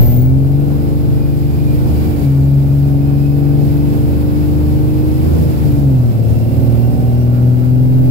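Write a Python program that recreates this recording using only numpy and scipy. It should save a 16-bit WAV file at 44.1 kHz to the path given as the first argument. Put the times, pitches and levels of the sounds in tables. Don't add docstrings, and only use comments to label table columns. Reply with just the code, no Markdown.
import sys
import numpy as np
from scipy import signal
from scipy.fft import rfft, irfft, next_fast_len
from scipy.io import wavfile

SR = 44100
rng = np.random.default_rng(int(sys.argv[2]) if len(sys.argv) > 2 else 0)


def generate_wav(signal):
    frames = np.transpose(np.atleast_2d(signal))
    scaled = np.clip(frames, -1, 1) * 32767
    pcm = np.round(scaled).astype(np.int16)
    wavfile.write(sys.argv[1], SR, pcm)


N = 357210

# time in seconds, four-stroke cycles per second, then relative levels
# in dB of the firing tone's octave, the shake and the growl.
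ENGINE_RUN = [(0.0, 19.1, 0, 7, 4), (0.18, 20.9, 0, 1, -0.5), (0.36, 22.6, 2.5, 6.5, -2),
              (0.63, 24, 0.5, 1, 2.5), (1.04, 24.5, -4, 0.5, 1), (1.53, 24.2, -4, 3.5, 1.5),
              (2.08, 25.3, 0.5, 1, 2), (2.3, 22.95, 1.5, 0.5, -1.5), (3.88, 24.28, 2.5, 1.5, 2.5),
              (5.21, 25.7, 0.5, 3.5, 1.5), (5.35, 27, -1, 2.5, 2), (5.6, 25.5, -0.5, 2, 0),
              (5.86, 23.2, 3.5, 4, 0), (6.0, 20.7, -2, 1.5, -2), (6.17, 18.3, -2, -4, -1),
              (6.9, 19.8, -1, 3, 3.5), (7.56, 20.76, 1, -3, -2), (8.1, 21.8, 3, 2, 0.5)]
# frequency in Hz, left and right gain in dB,
# phase lead of the left in radians.
TAILPIPE_TO_MICS = [(113.5, -11.5, -19, 1), (116.4, -24.5, -6.5, 1.6), (120.5, -11.5, -11, 1.7),
                    (124.2, -6.5, -11, 0.24), (128.3, -8.5, -15, -1.35), (130, -10, -7, -0.5),
                    (139.1, -9, -11.5, 0), (144.94, -9, -16.5, 1), (147.94, -14, -17, 3.0),
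                    (153, -14, -27.5, 4), (156, -17.5, -18, 2.0), (221, -17.5, -42.5, 2),
                    (234.4, -20.5, -20, 7.5), (239.5, -19.5, -21, 7), (272.7, -15.5, -23, 7),
                    (278.8, -22, -25, 6.5), (283.4, -20.5, -22, 7), (307.5, -19, -22, 7.0),
                    (323, -16.5, -19, 9.5)]
# start and end in seconds, change in dB of the firing tone and of its octave.
UPSHIFTS = [(2.085, 2.247, -11, -1.5), (5.29, 5.683, 0.5, -3)]
# relative level in dB of the line at 2, 3, 4 .. times the cycle rate.
BLOCK_ORDERS_DB = [2.5, 7, 5.5, 5, -12.5, 4, 1.5, 8, -2, -6, -17, -5, 4, -4.5, -1.5, -9, 4.5, -7.5, 0.5, -9,
                   -1.5, -7.5, -2.5, -8, 1, -9, 0.5, -10, 5, -7, 5, -5.5, 2.5, -0.5, 2, -3.5, 10, -1.5, 3.5,
                   -4, -0.5, -8.5, 5.5, -1]
# frequency in Hz, left and right gain in dB,
# phase lead of the left in radians.
BODY_TO_MICS = [(45.0, -36, -37.5, 0.7), (62.3, -41, -36, 1.6), (75.6, -29.5, -27, 0.4),
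                (98, -40, -37, 0.5), (113.7, -30, -29, 2.6), (127, -24, -21, 1.98),
                (150.0, -32.5, -25.5, 2), (165, -31.5, -45, -2.3), (178, -33.5, -37, -1.2),
                (204, -36, -37, -1.6), (256, -36, -34.5, -0.65), (271, -32.5, -29.5, 0.1),
                (325, -43, -39, 1.2), (338, -34, -37, 1), (382, -38.5, -38.5, 1.1), (420, -42, -41.5, -0.8),
                (482, -39, -36, -1.5), (515, -46, -42.5, -0.6), (540, -42, -38.5, -0.6),
                (564, -49.5, -42, -0.4), (603, -41.5, -47, 1), (638, -47, -45, 1.6), (685, -48, -48, 1.5),
                (738, -53, -47, 3.5), (752, -57, -43.5, 4.5), (822, -57, -55, 4), (866, -60, -56.5, 5.5),
                (936, -62, -63.5, 2.0), (1040, -58.5, -59.5, 2.5)]
# time in seconds, shaft turns per second, then relative
# levels in dB of the whine and of its third and fourth harmonics together.
TURBO_RUN = [(0, 1890, -57, -55), (.12, 2050, -54, -51), (.27, 2270, -55.5, -70), (.45, 2450, -70, -79),
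             (1.1, 2450, -66, -78), (1.25, 2460, -56, -76), (1.9, 2400, -55, -70), (2.1, 2310, -53, -67),
             (2.3, 2310, -55, -66), (2.6, 2450, -60.5, -75), (3.4, 2550, -58, -74), (4.4, 2610, -57, -68),
             (5.0, 2585, -61, -70), (6.0, 2620, -60, -70), (6.6, 2745, -60, -64), (7.2, 2805, -57, -66),
             (7.5, 2815, -66, -80), (8.1, 2845, -65, -71)]
# frequency in Hz, relative left and right density in dB,
# likeness of the sides from -1 to 1.
TYRE_SPECTRUM = [(20, -17, -25, .9), (35, -13.5, -13, 1), (60.3, -8, -7.5, 0.91), (74, 4, 6, 0.95),
                 (97, -3.5, 0, 1), (124, -3, -0.5, 1), (163, -4, -4.5, 0.98), (205, -9.5, -12.5, 1),
                 (338, -8.5, -11.5, 0.35), (450, -19, -16.5, 0.56), (676, -23.5, -21.5, 0.37),
                 (876, -27, -28, -0.042), (1086, -34.5, -36, -0.8), (1620, -57.5, -46, -0.021)]
# frequency and width in Hz, relative left and right level in dB,
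# likeness of the sides from -1 to 1.
PANEL_MODES = [(890, 98, -1, 1, -0.33), (1126, 95, -3, -6, -0.65), (1408, 180, -4, -3, -0.18)]
# frequency in Hz, relative left and right density in dB.
HISS_SPECTRUM = [(900, -74, -79.5), (1700, -79, -78), (2320, -80, -74), (2900, -80, -77.5),
                 (3300, -86, -79), (4330, -87.5, -78.5), (4900, -90.5, -77), (5520, -101, -80.5),
                 (6230, -99, -95), (6660, -114, -83), (8000, -93, -84.5), (10000, -88.5, -84.5),
                 (11200, -79, -92), (11660, -79, -97), (12400, -75.5, -93), (13200, -75.5, -90.5),
                 (14700, -78.5, -85), (15800, -75.5, -79.5)]
# time in seconds, relative hiss level
# in dB, tyre rumble level in dB.
BACKGROUND_LEVELS = [(0.03, -44.5, -15.5), (0.27, -54.5, -25), (0.48, -52.5, -27), (0.85, -49.5, -24.5),
                     (1.2, -51, -26.5), (2.05, -46, -19), (2.22, -47, -17), (2.4, -51, -24.5),
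                     (2.7, -51, -22.5), (3.2, -51, -26), (3.96, -48, -21.5), (4.8, -48.5, -23.5),
                     (5.45, -46, -17), (5.68, -46.5, -18), (5.93, -52, -22), (6.1, -50.5, -20),
                     (6.8, -49.5, -21.5), (7.55, -53, -26), (8.05, -51, -24)]


def exhaust(cycle, octave_db, firing_db=-0.05):
    firing_shift_db, octave_shift_db = fuel_cut()
    firing = from_db(firing_db + firing_shift_db + 1.46 * drift(6)) * np.sin(6 * cycle)
    octave = from_db(octave_db + octave_shift_db + 0.88 * drift(3.4)) * np.sin(12 * cycle + 1.3)
    return to_microphones(np.sqrt(2) * (firing + octave), TAILPIPE_TO_MICS)


def fuel_cut(catch_s=0.02, surge_db=2.5, settle_s=0.11):
    t = np.arange(N) / SR
    change_db = 0
    for start, end, *cut_db in UPSHIFTS:
        cut = np.clip(np.minimum(t - start, end - t) / catch_s, 0, 1)
        surge = np.clip((t - end) / catch_s + 1, 0, 1) * np.exp(-np.abs(t - end) / settle_s)
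        change_db = change_db + np.outer(cut_db, cut) + surge_db * surge
    return change_db


def engine_block(cycle, shake_db, growl_db, waver_db=2.0, waver_rad=0.13):
    wander = [drift(4.64) for _ in range(7)]
    lines = 0
    for k, level_db in enumerate(BLOCK_ORDERS_DB):
        order = k + 2
        phase = order * cycle + rng.uniform(0, 2 * np.pi) + waver_rad * wander[k % 7]
        layer_db = shake_db if order < 6 else growl_db
        gain = from_db(layer_db + level_db + waver_db * wander[(3 * k + 1) % 7])
        lines = lines + gain * np.sin(phase)
    return to_microphones(np.sqrt(2) * lines, BODY_TO_MICS)


def turbocharger(blades=7, fade_db_per_hz=0.0035):
    shaft_hz, whine_db, harmonics_db = in_time(TURBO_RUN)
    shaft = phase_of(shaft_hz)
    first = smeared_line(shaft, width_hz=40, sides_db=(1, 4))
    second = smeared_line(2 * shaft, width_hz=25, sides_db=(-14, -2))
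    third = smeared_line(3 * shaft, width_hz=20, sides_db=(-5, 5))
    fourth = smeared_line(4 * shaft, width_hz=25, sides_db=(-3, 5))
    whistle = smeared_line(blades * shaft, width_hz=350, sides_db=(2.5, -3))
    fourth_db = -1 + 0.02 * np.minimum(4 * shaft_hz - 9300, 0)
    climb_hz = blades * (shaft_hz - shaft_hz[0])
    whistle_db = np.maximum(-25 - fade_db_per_hz * climb_hz, -42)
    whine = from_db(whine_db + 2.8 * drift(3)) * (first + second)
    harmonics = from_db(harmonics_db) * (third + from_db(fourth_db) * fourth)
    return whine + harmonics + from_db(whistle_db) * whistle


def tyre_rumble(level_db):
    return from_db(level_db + 1.76 * drift(5.7)) * stereo_noise(TYRE_SPECTRUM)


def panel_buzz(hiss_db, buzz_db=-43.5, follow_share=0.27):
    gain = from_db(buzz_db + follow_share * (hiss_db - hiss_db.mean()) + 1.6 * drift(6))
    buzz = 0
    for hz, width_hz, left_db, right_db, likeness in PANEL_MODES:
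        r = np.exp(-np.pi * width_hz / SR)
        poles = [1, -2 * r * np.cos(2 * np.pi * hz / SR), r * r]
        mid, side = signal.lfilter([1, 0, -1], poles, rng.standard_normal((2, N)))
        swell = from_db(np.array([[left_db], [right_db]]) + 0.84 * drift(1.7))
        buzz = buzz + swell * rms_one(left_right(mid, side, likeness))
    return gain * rms_one(buzz)


def air_hiss(level_db, lift_db=12):
    return from_db(level_db + lift_db + 0.73 * drift(12)) * stereo_noise(HISS_SPECTRUM)


def to_microphones(source, path):
    run_in = SR // 4
    size = next_fast_len(N + 2 * run_in)
    left_db, right_db, lead = at_bins(path, size)
    response = from_db([left_db, right_db]) * np.exp(.5j * lead * [[1], [-1]])
    steady = np.pad(source, run_in, "reflect", reflect_type="odd")
    return irfft(rfft(steady, size) * response, size)[:, run_in:run_in + N]


def smeared_line(phase, width_hz, sides_db):
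    r = np.exp(-np.pi * width_hz / SR)
    a, b = signal.lfilter([1], [1, -2 * r, r * r], rng.standard_normal((2, 2, N)))
    return rms_one(a * np.cos(phase) + b * np.sin(phase)) * from_db(sides_db)[:, None]


def stereo_noise(spectrum):
    size = next_fast_len(N)
    left_db, right_db, *likeness = at_bins(spectrum, size)
    mid, side = rfft(rng.standard_normal((2, size)))
    pair = left_right(mid, side, likeness[0] if likeness else 0)
    return rms_one(irfft(pair * from_db([left_db, right_db]), size)[:, :N])


def left_right(mid, side, likeness):
    likeness = np.clip(likeness, -1, 1)
    return np.sqrt(1 + likeness) * mid + np.sqrt(1 - likeness) * side * [[1], [-1]]


def drift(rate_hz):
    hop, run_in = 40, 2000
    r = np.exp(-2 * np.pi * rate_hz * hop / SR)
    noise = rng.standard_normal(N // hop + run_in + 2)
    slow = signal.lfilter([1], [1, -2 * r, r * r], noise)[run_in:]
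    return np.interp(np.arange(N) / hop, np.arange(len(slow)), rms_one(slow))


def in_time(rows):
    seconds, *columns = np.transpose(rows)
    return [np.interp(np.arange(N) / SR, seconds, c) for c in columns]


def at_bins(rows, size):
    bin_hz = np.arange(size // 2 + 1) * SR / size
    row_hz, *columns = np.transpose(rows)
    return [np.interp(np.log(bin_hz + 1), np.log(row_hz), c) for c in columns]


def phase_of(hz):
    return 2 * np.pi * np.cumsum(hz) / SR


def from_db(db):
    return 10 ** (np.asarray(db) / 20)


def rms_one(x):
    return x / np.sqrt(np.mean(x ** 2) + 1e-20)


def scene():
    cycle_hz, octave_db, shake_db, growl_db = in_time(ENGINE_RUN)
    hiss_db, rumble_db = in_time(BACKGROUND_LEVELS)
    cycle = phase_of(cycle_hz)
    engine = exhaust(cycle, octave_db) + engine_block(cycle, shake_db, growl_db)
    background = tyre_rumble(rumble_db) + panel_buzz(hiss_db) + air_hiss(hiss_db)
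    return engine + turbocharger() + background


def record(dry):
    ceiling, cutoff_hz = 1.25, 15760
    rounded = ceiling * np.tanh(dry / ceiling)
    low_pass = signal.ellip(16, .3, 80, cutoff_hz, fs=SR, output="sos")
    settled = signal.sosfilt_zi(low_pass)[:, None] * rounded[:, :1]
    return signal.sosfilt(low_pass, rounded, zi=settled)[0]


dry = scene()
out = record(dry)
generate_wav(out)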